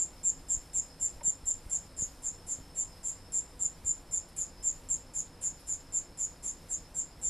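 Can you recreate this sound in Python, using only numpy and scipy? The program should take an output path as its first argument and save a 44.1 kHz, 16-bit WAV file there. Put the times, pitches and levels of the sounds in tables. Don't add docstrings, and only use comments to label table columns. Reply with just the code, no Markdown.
import sys
import numpy as np
from scipy import signal
from scipy.fft import rfft, irfft
from scipy.io import wavfile
from scipy.ndimage import uniform_filter1d

SR = 44100
rng = np.random.default_rng(int(sys.argv[2]) if len(sys.argv) > 2 else 0)


def materialize(psi):
    bounded = np.clip(np.atleast_2d(psi).T, -1, 1)
    quanta = np.round(bounded * 32767).astype(np.int16)
    wavfile.write(sys.argv[1], SR, quanta)


def elevation(decibels):
    levels = np.asarray(decibels, float)
    return 10 ** (levels / 20)


N = 321489

# (time [s], length [ms], direct level [dB], wing pitch [Hz])
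CHIRPS = [(-0.0428, 77, -22.5, 7365), (0.2337, 67.5, -19.5, 7370), (0.4867, 63, -20, 7370),
          (0.7347, 62.6, -21, 7390), (0.9991, 68, -21.5, 7360), (1.2333, 69.4, -20, 7350),
          (1.4567, 61, -19.5, 7360), (1.6981, 72, -23.5, 7310), (1.9675, 71, -26.5, 7270),
          (2.227, 61, -30, 7320), (2.468, 69.4, -30, 7370), (2.7555, 64, -26, 7370),
          (3.0329, 68, -27.5, 7365), (3.3219, 69.6, -22, 7325), (3.5945, 68, -21.5, 7290),
          (3.8486, 66.7, -21.5, 7295), (4.1128, 67.5, -23, 7260), (4.3648, 65, -27.5, 7270),
          (4.6283, 71.4, -22.5, 7320), (4.889, 59.4, -22, 7360), (5.1378, 65, -27.5, 7260),
          (5.4137, 65, -27.5, 7280), (5.6722, 69, -25, 7290), (5.9247, 63, -23, 7300),
          (6.1755, 76, -27.5, 7200), (6.4264, 69, -31, 7310), (6.6936, 54.5, -27.5, 7350),
          (6.9442, 67, -26.5, 7370), (7.2157, 67, -25.5, 7350)]


def evened(x):
    return x / np.sqrt(np.mean(x ** 2) + 1e-20)


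def read(points, hz):
    f, value = np.transpose(points)
    return np.interp(np.log(hz + 1), np.log(f + 1), value)


def add(mix, s, sound):
    at = round(s * SR)
    sound = sound[max(-at, 0):]
    part = mix[max(at, 0):][:len(sound)]
    part += sound[:len(part)]


def coloured(points):
    gain = elevation(read(points, np.fft.rfftfreq(N, 1 / SR)))
    return evened(irfft(rfft(rng.standard_normal(N)) * gain, N))


def resonate(x, hz, width):
    turn = np.exp(2j * np.pi * np.cumsum(hz * np.ones(len(x))) / SR)
    r = np.exp(-np.pi * width / SR)
    once = signal.lfilter([1 - r], [1, -r], x / turn)
    twice = signal.lfilter([1 - r], [1, -r], once)
    return 2 * (turn * twice).real


def drift(seconds):
    size = round(seconds * SR)
    once = uniform_filter1d(rng.standard_normal(N), size=size)
    return evened(uniform_filter1d(once, size=size))


def cricket():
    # (time [s], level [dB])
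    low_mode = [(0, -37), (.8, -34.5), (1.3, -42.5), (1.95, -36), (2.7, -38.5), (3.9, -43.5), (4.4, -36.5),
                (5.6, -35.5), (6.7, -39), (7.3, -36)]
    trials = [
        2.222,
        2.749,
        5.665,
        6.687,
    ]
    gap_ms = 5.1
    slowing = 0.13
    start_db, swell_share, swell_bend, tire_db = -23, 0.46, 1.33, -2
    first_db = 3.5
    uneven_db, uneven_pitch = 1.3, 0.0035
    usual_db, echo_base_db, echo_follows = -24, -28, 0.26

    tone, sent, gate = np.zeros((3, N))
    chance = rng.standard_normal((len(CHIRPS), 19, 5))
    for (s, length_ms, level_db, hz), dice in zip(CHIRPS, chance):
        count = min(round(length_ms / gap_ms) + 1, 18)
        echo_db = echo_base_db - level_db + echo_follows * (level_db - usual_db)
        low_db = np.interp(s, *np.transpose(low_mode)) + dice[-1, 0]
        rasp_db = -46 + 0.62 * dice[-1, 1]
        for k, (late, loud, sharp, phase, low_phase) in enumerate(dice[:count]):
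            along = k / (count - 1)
            slowed = along - slowing * along * (1 - along)
            at = s + (length_ms * slowed + 0.1 * late - 2.2) / 1000
            pitch = hz * (1 + 0.013 * (0.5 - along) - 0.016 * along ** 4 + uneven_pitch * sharp)
            swell_db = start_db * max(1 - along / swell_share, 0) ** swell_bend
            swell_db += tire_db * along ** 4 + first_db * (k == 0)
            burst = elevation(level_db + swell_db + uneven_db * loud) * stroke(pitch, 4.36, 0.026, phase)
            add(tone, at, burst)
            add(sent, at, elevation(echo_db) * burst)
            low = stroke(6930 - 160 * along ** 2 + 60 * sharp, 4.8, 0.088, low_phase)
            low = elevation(-55 * np.maximum(0.8 - along, 0) ** 1.1) * low
            add(sent, at, elevation(low_db + 0.5) * low)
            add(tone, at + 0.00088, elevation(low_db + 5.0) * low)
            scrape_db = rasp_db - 20.6 * (along - 0.45) ** 2 + 2.8 * late
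            add(gate, at, elevation(scrape_db) * np.hanning(230))
    for s in trials:
        add(tone, s - 0.0022, elevation(-55) * stroke(7200, 4.4, 0.018, 0))
        add(gate, s - 0.0022, elevation(-55) * np.hanning(230))
    return tone, sent, gate


def stroke(hz, length_ms, glide, phase):
    u = np.linspace(0, 1, round(length_ms * SR / 1000))
    turns = np.cumsum(hz * (1 - glide * (u - 0.5))) / SR
    return np.sin(np.pi * u) ** 1.45 * np.sin(2 * np.pi * (turns + phase))


def scraper(gate):
    # (frequency [Hz], density [dB per Hz])
    rasp = [(4710, -14), (8000, -1.5), (8450, -10.5), (8930, -9.5), (9160, -8.5), (9620, -7.5),
            (11300, -13.5), (11700, -17.5), (12800, -34), (16600, -70), (22000, -120)]
    core_hz = rng.uniform(9230, 10830, len(CHIRPS))
    chirp = np.searchsorted([row[0] - 0.05 for row in CHIRPS], np.arange(N) / SR) - 1
    core = evened(resonate(rng.standard_normal(N), core_hz[chirp], 720))
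    below = [(1000, -36), (1600, -24.5), (5500, -27), (6200, -11.5), (6600, -17), (7200, -12)]
    skirt = below + [row for row in rasp if row[0] > 7500]
    return gate * (coloured(skirt) + 0.48 * core)


def room(x):
    # (frequency [Hz], time to fall 60 dB [s])
    near_walls = [(5000, 0.22), (7000, 0.15), (9000, 0.16), (12000, 0.06)]
    hall_t60, hall_db = 0.44, -25.5
    size = SR // 2
    taps = np.zeros((3, size))
    slots = np.arange(40, size - 12, 12)
    at = slots + rng.integers(0, 12, (3, len(slots)))
    np.put_along_axis(taps, at, rng.choice([-1., 1.], at.shape), 1)
    hz, t, z = signal.stft(taps, SR, nperseg=128)
    decay = elevation(-60 * t / read(near_walls, hz)[:, None]) + elevation(hall_db - 60 * t / hall_t60)
    decay = decay * (1 - 0.15 * np.exp(-t / 0.0041))
    tails = signal.istft(z * decay, SR, nperseg=128)[1]
    tails = tails / np.linalg.norm(tails[0])
    sway = np.pi * (np.arange(N) / SR * 1.3 + np.arange(3)[:, None] / 3)
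    shared = x * np.cos(sway) / np.sqrt(1.5)
    return signal.oaconvolve(shared, tails, axes=1)[:, :N].sum(0)


def handling():
    # (time [s], level [dB], width [ms], direction [+1 or -1])
    bumps = [(1.2802, -36.5, 0.72, 1), (2.0243, -32.5, 0.91, -1), (2.5878, -40, 0.86, 1),
             (2.605, -41, 1.1, -1), (2.611, -47, 4.5, 1), (0.574, -35.5, 4.1, 1), (4.6, -40, 2.9, 1),
             (0.401, -47, 2.2, 1), (1.17, -41, 4.1, 1), (1.439, -43, 3.1, 1), (1.665, -38.5, 3.3, -1),
             (3.851, -39, 3.7, 1)]
    # (time [s], level [dB], length [ms], centre [Hz], width [Hz])
    rustles = [
        (1.208, -48, 13, 930, 60),
        (1.210, -48, 14, 560, 60),
        (1.208, -55, 11, 2100, 1800),
        (4.286, -62, 18, 10000, 4000),
        (4.286, -66, 10, 6000, 4000),
        (4.329, -66, 10, 9500, 4000),
        (5.593, -62, 28, 10300, 3000),
        (5.593, -66, 14, 5000, 4000),
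        (5.27, -66, 14, 3500, 3000),
    ]
    t = np.arange(N) / SR
    squeeze = np.max([np.exp(-((t - row[0]) / 0.034) ** 2) for row in bumps], axis=0)
    rumble = coloured([(8, -15), (20, 5.5), (70, -0.5), (130, -33.5)])
    rumble = rumble / abs(uniform_filter1d(rumble ** 2, size=5000)) ** 0.5
    out = elevation(-55.5 + 2.5 * squeeze + 1.5 * drift(0.12)) * rumble
    for s, level_db, width_ms, direction in bumps:
        u = np.arange(-3, 12, 1000 / SR / width_ms)
        push = np.exp(-u ** 2 * np.where(u < 0, 2.5, 0.6))
        push -= 0.29 * np.exp(-((u - 5) / 3) ** 2)
        add(out, s - 3 * width_ms / 1000, elevation(level_db) * np.sign(direction) * push)
    for s, level_db, length_ms, hz, width in rustles:
        u = np.arange(0, 2, 1000 / SR / length_ms)
        grit = resonate(rng.standard_normal(4000), hz, width)[:len(u)]
        add(out, s, elevation(level_db) * evened(grit) * np.minimum(u * 12, 1) * np.exp(-u ** 3))
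    return out


def far_crickets():
    # (time [s], dip [dB])
    pauses = [(0.44, -5), (0.76, -1), (1.27, -5.0), (1.64, -9), (2.18, -4.0), (2.58, -2), (2.79, -10),
              (3.1, -4.0), (3.58, -11), (3.82, -9), (4.04, -9), (4.37, -5), (4.81, -6.0), (5.28, -4),
              (5.57, 0), (5.8, 0), (6.01, -2), (6.56, 0), (6.94, -8), (7.22, -5)]
    # (pitch [Hz], width [Hz], level [dB], start [s], end [s])
    chorus = [
        (8690, 470, -74, 0., 3.8),
        (5280, 130, -78.5, 0., 8.7),
    ]
    pause_s, pause_depth = 0.037, 1.7
    t = np.arange(N) / SR
    far_db = sum(pause_depth * db * np.exp(-((t - s) / pause_s) ** 2) for s, db in pauses)
    far_db = far_db - 65 - 0.48 * t
    farther_db = -73.5 + 0.27 * (far_db - far_db.mean())
    out = trill(5268, far_db, 62, 0.61, 20, 1.1)
    out += trill(5050, farther_db, 47, 0.98, 44.8, 3.9)
    for hz, width, level_db, start, end in chorus:
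        fade = np.clip(np.minimum(t - start + 0.3, end - t) / 0.24, 0, 1)
        swell_db = 2.0 * evened(uniform_filter1d(rng.standard_normal(N), 6000))
        out += elevation(level_db + swell_db) * fade * evened(resonate(rng.standard_normal(N), hz, width))
    return out


def trill(hz, level_db, per_s, blur_share, waver_hz, flutter_db):
    t = np.arange(N) / SR
    wander = uniform_filter1d(rng.standard_normal(N), size=3000).cumsum() / 75
    syllables = 0.35 + np.sin(np.pi * (per_s * t + wander)) ** 2
    pitch = hz + waver_hz * drift(0.03)
    blur = evened(resonate(rng.standard_normal(N), pitch, 140))
    whistle = np.sin(2 * np.pi * np.cumsum(pitch) / SR)
    tone = evened((whistle + blur_share * blur) * syllables)
    return tone * elevation(level_db + flutter_db * drift(0.082))


def noise_floor():
    # (frequency [Hz], density [dB per Hz])
    hiss = [(240, -35), (400, 0), (957, -0.5), (1060, -4), (3200, -13.5), (4670, -13), (5170, -9.5),
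            (6250, -22.5), (7120, -28), (7660, -17), (8600, -18), (9390, -16), (12900, -28), (16800, -55),
            (22000, -120)]
    # (frequency [Hz], density [dB per Hz])
    hum = [(8.8, -38), (15, -21.5), (77, -1), (96, 1.5), (119, -18), (152, -5.5), (223, -15), (265, -8),
           (319, -13), (361, -11), (421, -32), (483, -10.5), (600, -23.5), (780, -40), (1320, -120)]
    bass_cut = [(60, -17.5), (110, 3.5), (600, -1.0)]
    hum = [(hz, db + read(bass_cut, hz)) for hz, db in hum]
    return elevation(-60) * coloured(hiss) + elevation(-57.5) * coloured(hum)


def noise_fill(mid):
    # (lower band edge [Hz], share of moments [0-1])
    filled = [(4100, .3), (5500, .35), (6900, .55), (8300, .75), (9600, .8), (11400, .65), (12900, 0.)]
    hz, t, z = signal.stft(mid, SR, nperseg=1024, noverlap=768)
    power = abs(z) ** 2
    loud_db = 10 * np.log10(abs(uniform_filter1d(power.sum(0), size=5)) + 1e-12)
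    quiet = loud_db < np.where(hz < 8300, -48, -37)[:, None]
    edges, shares = np.transpose(filled)
    band = np.searchsorted(edges, hz) - 1
    mood = rng.standard_normal((len(t) // 4 + 1, len(edges)))
    mood = evened(uniform_filter1d(mood, size=3, axis=0))
    mood = mood + 0.7 * np.roll(mood, 1, 1)
    mood = np.repeat(mood, 4, 0)[:len(t)]
    chosen = mood.argsort(0).argsort(0) < shares * len(t)
    mask = chosen.T[band] * (band >= 0)[:, None] * quiet
    level = uniform_filter1d(uniform_filter1d(power, size=9, axis=0), size=4, axis=1)
    level = abs(level) ** 0.5
    noise = rng.standard_normal((len(t), len(hz), 2)) @ [1, 1j]
    return signal.istft(mask * level * noise.T, SR, nperseg=1024, noverlap=768)[1][:N]


def starve(mid):
    hz, t, z = signal.stft(mid, SR, nperseg=1024, noverlap=768)
    power = (abs(z) ** 2).sum(0)
    loud_db = 10 * np.log10(abs(uniform_filter1d(power, size=5)) + 1e-12)
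    strain = np.clip((loud_db + 42) / 14, 0, 1)
    dice = rng.random((len(t) // 4 + 1, len(hz) // 2 + 1))
    dice = np.repeat(dice, 4, 0)[:len(t)].T
    below = ((hz > 1300) & (hz < 4900))[:, None]
    lost = (np.repeat(dice, 2, 0)[:len(hz)] < 0.33 * strain) * below
    lost = lost | (hz[:, None] > 13400 - 1500 * strain * dice[0])
    return signal.istft(z * ~lost, SR, nperseg=1024, noverlap=768)[1][:N]


def scene():
    tone, sent, gate = cricket()
    rasp = scraper(gate)
    near = tone + 0.63 * rasp + room(sent + rasp)
    return np.tile(near + far_crickets() + handling() + noise_floor(), (2, 1))


def top_cut(x):
    return signal.sosfilt(signal.butter(12, 13080, fs=SR, output="sos"), x)


def record(dry):
    low_pass = signal.firwin(401, 13010, window=("kaiser", 9), fs=SR)
    limited = signal.oaconvolve(dry, low_pass[None], "same")
    apart = elevation(-2.0) * noise_fill(limited[0])
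    return top_cut(starve(limited[0]) + apart * [[1], [-1]])


dry = scene()
out = record(dry)
materialize(out)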